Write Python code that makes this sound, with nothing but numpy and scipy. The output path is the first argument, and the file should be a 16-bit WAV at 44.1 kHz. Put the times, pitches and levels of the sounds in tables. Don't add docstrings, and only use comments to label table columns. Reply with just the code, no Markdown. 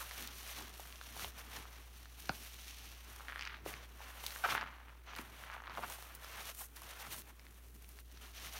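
import sys
import numpy as np
from scipy import signal
from scipy.fft import rfft, irfft, next_fast_len
from scipy.io import wavfile
from scipy.ndimage import map_coordinates

SR = 44100
rng = np.random.default_rng(int(sys.argv[2]) if len(sys.argv) > 2 else 0)


def materialize(psi):
    bounded = np.clip(np.atleast_2d(psi).T, -1, 1)
    quanta = np.round(bounded * 32767).astype(np.int16)
    wavfile.write(sys.argv[1], SR, quanta)


N = 378819

# time in seconds, level in dB.
HUM = [(0, -56.5), (4.3, -56), (4.4, -57.5), (7.55, -59), (7.65, -56.5), (8.59, -55.5)]
HUM_HZ = 59
# frequency in Hz, relative level in dB.
AIR_COLOUR = [(20, -5), (40, 0), (100, 4), (200, -1), (500, -6), (1300, -19), (3000, -26), (7600, -20),
              (15800, -13)]

# peak time in seconds, fine fizz level in dB, coarse froth level in dB,
# squelch level in dB, rise in seconds over 10 dB, fall in seconds over 10 dB (before DRAIN for the squelch).
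SQUEEZES = [(0.021, -48, -54, -57, 0.079, 0.065), (.215, -52.5, -53, -54, 0.15, 0.16),
            (.37, -54.5, -54, -67, 0.07, 0.091), (.463, -53.5, -53.5, -57, 0.055, 0.21),
            (.587, -51.5, -49.5, -51, 0.044, 0.055), (.807, -57, -60.5, -62.5, 0.068, 0.22),
            (1.019, -62.5, -58.5, -65, 0.036, 0.12), (1.239, -50, -49.5, -52, 0.096, 0.063),
            (1.382, -59.5, -60, -56.5, 0.044, 0.082), (1.553, -57.5, -55.5, -53, 0.11, 0.14),
            (1.762, -64.5, -62, -60.5, 0.068, 0.085), (2.2, -64, -64, -66, 0.055, 0.21),
            (2.43, -56.5, -56.5, -62.5, 0.27, 0.18), (2.693, -58.5, -55, -64, 0.22, 0.36),
            (3.115, -62, -64.5, -60, 0.19, 0.33), (3.53, -84, -80, -51.5, 0.37, .3),
            (3.685, -50.5, -51, -48, 0.037, 0.046), (3.745, -67, -61, -56, .04, 0.18),
            (4.023, -65, -62, -55, 0.052, 0.47), (4.263, -53, -51.5, -58, 0.053, 0.077),
            (4.416, -53, -56.5, -54.5, 0.21, .1), (4.509, -47.5, -45, -39, 0.043, 0.049),
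            (5.1, -80, -60.5, -51.5, 0.062, 0.11), (5.198, -58, -64, -51, 0.033, 0.057),
            (5.443, -61, -60.5, -55.5, 0.21, 0.039), (5.523, -70, -70, -51, 0.072, 0.11),
            (5.71, -79, -80, -51.5, 0.054, 0.26), (5.78, -65.5, -65.5, -54.5, .2, .4),
            (5.95, -54, -57.5, -72, 0.19, 0.14), (6.241, -59, -58.5, -56.5, 0.065, .3),
            (6.388, -69, -62.5, -51.5, 0.13, 0.18), (6.48, -49, -50, -50, 0.089, 0.22),
            (6.612, -43.5, -55, -54.5, 0.041, 0.053), (6.775, -58, -63, -58.5, 0.023, 0.076),
            (6.896, -57, -56.5, -53.5, 0.074, 0.094), (7.006, -54, -54, -54, 0.03, 0.021),
            (7.133, -48, -51, -54, 0.058, 0.063), (7.06, -69, -65, -54, 0.13, 0.11),
            (7.19, -51.5, -61, -64, 0.016, 0.044), (7.295, -62.5, -66.5, -59, 0.04, 0.058),
            (7.983, -63, -65.5, -67, 0.058, 0.062), (8.25, -64, -60.5, -59.5, 0.12, 0.084),
            (8.37, -62, -55.5, -63, 0.11, 0.091), (8.445, -56, -52, -54.5, 0.068, 0.072),
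            (8.556, -56, -53, -53.5, 0.06, 0.053)]
DRAIN = 1.11
# time in seconds, then the levels of fine fizz,
# coarse froth and squelch, all in dB.
SETTLE = [(0, -74, -57.5, -56.5), (1.7, -74, -74, -69.5), (2.0, -65.5, -64.5, -66.5),
          (2.12, -79, -70, -68.5), (3.6, -78, -71.5, -65), (4.4, -62, -69, -68), (4.57, -65, -59, -41),
          (4.67, -76.5, -71, -54), (5.02, -79, -76.5, -69), (5.7, -80, -74, -66), (6.75, -68.5, -75, -69.5),
          (7.36, -73, -75, -71), (7.42, -70, -71.5, -66), (7.7, -69.5, -74, -72), (7.93, -65.5, -70, -69.5),
          (8.06, -73.5, -76, -82), (8.59, -64, -68, -71)]
GRABS = [(3.275,), (3.655,), (5.075,), (5.74,), (6.225,), (6.762,), (8.34,)]
GRAB_S = 0.013
RELEASES = [(0.26,), (1.292,), (3.555,), (3.85,), (4.56,), (6.4,), (6.5,), (6.645,), (7.198,), (7.31,),
            (8.005,)]
RELEASE_S = 0.025

# frequency in Hz, relative level in dB.
FIZZ_COLOUR = [(4120, -14), (7000, -4.5), (7660, -6.5), (9470, 0), (10400, -4.5), (12100, 0), (15600, -5)]
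FROTH_COLOUR = [(1650, -5.5), (2800, 0.5), (4410, -1.5), (4910, -6), (5960, -1), (7200, -12.5), (9360, -41),
                (15800, -120)]
SQUELCH_COLOUR = [(260, -24), (450, -6.5), (495, -5.5), (766, -1.5), (927, -3.5), (1090, -1), (1350, -1),
                  (3000, -6), (3900, -12.5), (6600, -120)]
# frequency in Hz, relative level in dB.
PORE_COLOUR = [(500, -16), (900, -3), (1300, -2), (1900, -6), (3000, -13), (4500, -28.5)]
# time in seconds, share from 0 to 1.
SHUT = [(3.2, .1), (3.3, .95), (3.58, 0.9), (3.64, .1)]
SHUT_PITCH = 1.42

# peak time in seconds, level in dB.
GRIPS = [(.255, -58.5), (.615, -58.5), (1.227, -57), (1.563, -59), (2.319, -64), (3.33, -67), (3.68, -56),
         (4.536, -56), (5.19, -60.5), (5.8, -58), (6.4, -67), (7.137, -60.5), (8.457, -62.5)]
GRIP_RISE_S, GRIP_FALL_S, GRIP_REST_DB = 0.09, 0.097, -70.5
# frequency in Hz, relative level in dB.
THUD_COLOUR = [(50, -26), (85, -2), (92, 1.5), (173, -3.5), (269, -1.5), (318, -4), (450, -5.5), (580, -50),
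               (990, -120)]

# start in seconds, length in seconds, level in dB, average pops per second at the start,
# the same at the end, pitch in Hz.
POP_TRAINS = [(4.4388, 0.025, -20.5, 760, 520, 1320), (0.004, .018, -36.5, 500, 450, 1360),
              (5.8365, 0.013, -35, 800, 620, 1200), (4.499, .015, -28, 1450, 1250, 2700),
              (.0225, .011, -43.5, 1070, 1060, 1100), (6.606, .017, -47, 950, 850, 870)]
# time in seconds, level in dB, pitch in Hz, relative snap level in dB.
POPS = [(0.1114, -31, 2000, -6), (0.2756, -38, 4250, 0), (.597, -35, 1450, -6), (.611, -37.5, 900, -11),
        (0.7973, -35.5, 795, -8), (.855, -39.5, 1500, -8), (.926, -36.5, 3170, -5), (.958, -37, 3170, -5),
        (1.0132, -32, 1515, -4.5), (1.166, -36, 790, -12), (1.1958, -32, 1400, -2), (1.2063, -39, 1300, -6),
        (1.246, -33.5, 900, 5), (1.5702, -38.5, 950, -16), (1.6543, -37.5, 1180, -15),
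        (2.057, -40.5, 1580, -3.5), (2.2936, -22, 2370, -5.5), (2.463, -40, 2050, -9),
        (3.198, -39, 1190, -17), (3.207, -36.5, 1160, -15), (3.2841, -28, 1810, -20),
        (3.291, -32, 1520, -22), (3.2984, -29, 1720, -18), (3.3046, -35, 1850, -15),
        (3.323, -28.5, 1800, -25), (3.33, -32.5, 1540, -21), (3.3596, -25.5, 1670, -30),
        (3.372, -37, 1420, -15), (3.38, -32, 1850, -21), (3.394, -27.5, 1870, -4.5),
        (3.4098, -34, 1500, -20), (3.411, -27, 2750, -9), (3.418, -35, 2300, -12), (3.424, -25, 2690, -16),
        (3.453, -29.5, 2600, -6), (3.4653, -34, 1540, -19), (3.4745, -25, 2520, -13),
        (3.497, -40, 1410, -9), (3.5045, -35, 1790, -17), (3.5425, -33, 1580, -20),
        (3.7398, -29, 2310, -11), (4.005, -38.5, 890, -22), (4.24, -33.5, 940, -2.5),
        (4.2653, -28, 4400, 1), (4.307, -35.5, 2330, 0), (4.361, -29, 1610, -11), (4.461, -27, 1050, -14),
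        (4.4884, -25, 1120, -15), (4.493, -24, 1590, -20), (4.5233, -25, 1400, -12),
        (4.527, -21.5, 1250, -19), (4.5514, -17, 1340, -24), (4.5563, -24, 1530, -25),
        (4.579, -19.5, 1670, -18), (4.6118, -26, 1500, -10), (4.6288, -24, 1240, -26),
        (4.64, -32, 1580, -21), (4.6643, -34, 1250, -24), (5.1522, -35, 2970, -3), (5.1644, -33, 1700, -3),
        (5.1866, -29, 2330, -13), (5.1893, -30.5, 1200, -11), (5.438, -31.5, 1680, -11),
        (5.516, -37.5, 1400, -10), (5.5662, -36, 910, -26), (5.603, -35, 1570, -25),
        (5.621, -39.5, 905, -11), (5.6386, -34, 1570, -22), (5.672, -33, 1830, -12),
        (5.6775, -31.5, 1250, -18), (5.6971, -34, 1050, -9), (5.7053, -37, 1900, -20),
        (5.7518, -40, 1180, 1.5), (5.774, -30, 1140, -18), (5.779, -36, 1200, -21),
        (5.8327, -31, 1180, -18), (5.837, -25, 1200, -17), (5.986, -40.5, 796, -15),
        (6.0256, -38, 1150, -3), (6.2461, -35, 1400, -3.5), (6.769, -42, 1654, 0), (6.82, -38.5, 1080, -10),
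        (7.144, -36, 1300, -5), (7.2204, -46, 2710, 2), (7.396, -43.5, 2200, -1.5),
        (7.4673, -40.5, 2020, -8), (7.8455, -46, 2850, -5), (7.989, -40, 2000, -5), (8.174, -45, 1570, 0),
        (8.4713, -35, 2260, -11)]
# start in seconds, level in dB, fading time in seconds.
SPITS = [(.2742, -29.5, 0.0011), (4.2383, -34, 0.0025), (4.264, -28.5, 0.0045), (5.162, -38, .003),
         (5.9, -27, 0.00054), (6.0250, -31, .0006), (6.1502, -36.5, 0.0054), (6.7640, -36, 0.0034),
         (6.8187, -36, .002), (7.219, -40, .001), (7.891, -34, .0006), (8.125, -43, .001)]
# start in seconds, level in dB,
# first pitch in Hz, last pitch in Hz, sliding time in seconds, fading time in seconds.
PLOPS = [(2.2944, -23.5, 1470, 1460, .01, 0.0019), (2.2947, -27, 800, 760, .01, 0.0033),
         (2.2968, -34.5, 277, 85, 0.0054, 0.0098), (3.6618, -30.5, 1000, 290, 0.00095, .003),
         (5.1935, -38, 330, 200, .004, 0.0043), (5.782, -31.5, 920, 398, 0.0028, 0.0023),
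         (5.792, -31.5, 905, 297, 0.0035, 0.0015), (1.25, -46, 90, 50, 0.025, 0.033)]

# frequency in Hz, seconds to fall by 60 dB.
ROOM = [(200, 0.22), (1500, 0.15), (8000, 0.078)]
WET_DB = -12
TOP_HZ = 15830


def amp(db):
    return 10 ** (np.asarray(db) / 20)


def unit(x):
    return x / np.sqrt(np.mean(x ** 2) + 1e-20)


def along(points, hz):
    f, v = np.transpose(points)
    return np.interp(np.log(hz + 1), np.log(f + 1), v)


def curves(rows):
    s, *cols = np.transpose(rows)
    return [np.interp(np.arange(N) / SR, s, c) for c in cols]


def wobble(rate):
    knots = rng.standard_normal(int(N * rate / SR) + 4)
    return map_coordinates(knots, [np.arange(N) * rate / SR])


def filtered(x, response):
    m = next_fast_len(N + SR // 2)
    return irfft(rfft(x, m) * response(np.fft.rfftfreq(m, 1 / SR)), m)[..., :N]


def coloured(x, spectrum):
    low, high = (spectrum[0][0] / 2, -120), (spectrum[-1][0] * 2, -120)
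    closed = [low] + list(spectrum) + [high]
    return unit(filtered(x, lambda hz: amp(along(closed, hz))))


def machine():
    phase = 2 * np.pi * HUM_HZ * np.arange(N) / SR + .15 * wobble(4)
    level_db = curves(HUM)[0] + 0.37 * wobble(3.96)
    tone = np.sin(phase) + amp(-22.5) * np.sin(2 * phase)
    hum = np.sqrt(2) * amp(level_db) * tone
    hush = amp(-71.5) * coloured(rng.standard_normal(N), AIR_COLOUR)
    return hum + hush


def swell(s, db, rise, fall, grabs=(), releases=()):
    t = np.arange(N)[::64] / SR
    take = max([g for g, in grabs if g < s], default=0)
    let_go = min([r for r, in releases if r > s], default=N / SR)
    cut = np.maximum(take - t, 0) / GRAB_S + np.maximum(t - let_go, 0) / RELEASE_S
    slope = np.where(t < s, (s - t) / rise, (t - s) / fall)
    return amp(2 * (db - 10 * (slope + cut)))


def summed_db(swells, rest_db):
    power = np.interp(np.arange(N), np.arange(N)[::64], sum(swells))
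    return 10 * np.log10(power + amp(2 * rest_db))


def kneading():
    def squeezed(column, rest_db, stretch=1):
        swells = [swell(row[0], row[column], row[4], stretch * row[5], GRABS, RELEASES) for row in SQUEEZES]
        return summed_db(swells, rest_db)

    fizz, froth, squelch = curves(SETTLE)
    return squeezed(1, fizz), squeezed(2, froth), squeezed(3, squelch, DRAIN)


def crackle(count, spread_db):
    draw = rng.random((int(count * N / SR), 3))
    sign = np.sign(draw[:, 2] - .5)
    size = amp(-spread_db * np.log(draw[:, 1] + 0.012)) * sign
    return unit(np.bincount((draw[:, 0] * N).astype(int), size, N))


def bursting(clicks, spectrum, share, clump_db, clump_rate):
    share = np.clip(share, 0, 1)
    bed = np.sqrt(share) * clicks + np.sqrt(1 - share) * rng.standard_normal(N)
    return coloured(bed * amp(clump_db * wobble(clump_rate)), spectrum)


def gurgle(count, hz, spread, turns):
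    draw = rng.standard_normal((int(count * N / SR), 2))
    start = rng.integers(0, N, len(draw))[:, None]
    t = np.arange(SR // 100)
    cycles = hz * np.exp(spread * draw[:, :1]) * t / SR
    envelope = cycles * np.exp(-cycles / turns)
    rings = amp(3.2 * draw[:, 1:]) * np.sin(2 * np.pi * cycles) * envelope
    return unit(np.bincount((start + t).ravel(), rings.ravel())[:N])


def lather():
    fizz_db, froth_db, squelch_db = kneading()
    shared = amp(1.19 * wobble(40) + 1.2 * wobble(120))
    ticks = crackle(count=400, spread_db=3.5)
    fizz = amp(fizz_db) * bursting(ticks, FIZZ_COLOUR, share=0.26, clump_db=1.1, clump_rate=82)
    froth = amp(froth_db) * bursting(ticks, FROTH_COLOUR, share=0.18, clump_db=1.0, clump_rate=90)

    clicks = crackle(count=300, spread_db=3)
    suds = bursting(clicks, SQUELCH_COLOUR, share=0.15, clump_db=0.5, clump_rate=35)
    suds = unit(suds + amp(-7.5) * gurgle(count=400, hz=1452, spread=0.352, turns=1.16))

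    open_clicks = crackle(count=250, spread_db=3.5)
    pores = bursting(open_clicks, PORE_COLOUR, share=0.52, clump_db=0.0, clump_rate=60)
    tight_clicks = crackle(count=250, spread_db=4.0)
    tight_colour = [(hz * SHUT_PITCH, db) for hz, db in PORE_COLOUR]
    tight = bursting(tight_clicks, tight_colour, share=0.56, clump_db=1.0, clump_rate=60)
    shut = np.clip(curves(SHUT)[0], 0, 1)
    pores = np.sqrt(1 - shut) * pores + np.sqrt(shut) * tight

    inside = np.clip((squelch_db - froth_db - 5.0) / 9, 0, .96)
    squelch = amp(squelch_db) * (np.sqrt(1 - inside) * suds + np.sqrt(inside) * pores)
    return (fizz + froth + squelch) * unit(shared)


def grip():
    lumps = crackle(count=60, spread_db=3.0)
    swells = [swell(s, db, GRIP_RISE_S, GRIP_FALL_S) for s, db in GRIPS]
    level_db = summed_db(swells, GRIP_REST_DB)
    return amp(level_db) * bursting(lumps, THUD_COLOUR, share=0.19, clump_db=2.5, clump_rate=22)


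def pop(hz, snap_db):
    t = np.arange(SR // 100) / SR
    turns = hz * t
    tone = np.sin(2 * np.pi * turns) + .35 * np.sin(2 * np.pi * 1.8 * turns)
    ring = tone * np.exp(-turns / 0.9) * (1 - np.exp(-(turns / 0.38) ** 2))
    snap_hz = 4100 * np.exp(0.15 * rng.standard_normal())
    snap = np.sin(2 * np.pi * snap_hz * t) * np.exp(-t / 0.0003) * (1 - np.exp(-t / .0001))
    return amp(5) * ring + amp(snap_db + 6.5) * snap


def pop_trains():
    out, t = np.zeros(N + SR), np.arange(SR // 16) / SR
    for s, length, db, first, last, hz in POP_TRAINS:
        rate = np.interp(t, [0, length], [first, last]) * (t < length)
        count = np.cumsum(rate * amp(1.7 * wobble(400)[:len(t)])) / SR
        for i in np.flatnonzero(np.diff(count // 1, prepend=-1)):
            bulge = -4 * abs(2 * t[i] / length - .8) + rng.normal(0, 1.3)
            out[round(s * SR) + i:][:SR // 100] += amp(db + bulge) * pop(hz, -16)
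    return out[:N]


def pops():
    out = np.zeros(N + SR)
    for s, db, hz, snap_db in POPS:
        out[round((s - .0003) * SR):][:SR // 100] += amp(db) * pop(hz, snap_db)
    return out[:N]


def spits():
    out, t = np.zeros(N + SR), np.arange(SR // 40) / SR
    for s, db, life in SPITS:
        hiss = np.diff(rng.standard_normal(len(t) + 1))
        out[round(s * SR):][:len(t)] += amp(db - 9) * np.exp(-t / life) * hiss
    return out[:N]


def plops():
    out, t = np.zeros(N + SR), np.arange(SR // 16) / SR
    for s, db, first_hz, last_hz, slide, life in PLOPS:
        pitch = last_hz + (first_hz - last_hz) * np.exp(-t / slide)
        tone = np.sin(2 * np.pi * np.cumsum(pitch) / SR)
        out[round(s * SR):][:len(t)] += amp(db) * np.exp(-t / life) * tone
        out[round(s * SR):][:SR // 100] += amp(db - 15) * pop(first_hz, -2)
    return out[:N]


def room(x):
    hz, t, z = signal.stft(rng.standard_normal(SR // 4), SR, nperseg=256)
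    fade = amp(-60 * t / along(ROOM, hz)[:, None])
    tail = signal.istft(z * fade, SR, nperseg=256)[1]
    delayed = np.pad(x, (100, 0))
    return signal.fftconvolve(delayed, tail / np.linalg.norm(tail))[:N]


def scene():
    pockets = pop_trains() + pops() + plops()
    near = filtered(pockets, lambda hz: (1j * hz / (60 + 1j * hz)) ** 2)
    echo = amp(WET_DB) * room(near)
    return (machine() + lather() + grip() + near + echo + spits())[None]


def record(dry):
    return filtered(dry, lambda hz: hz < TOP_HZ)


dry = scene()
out = record(dry)
materialize(out)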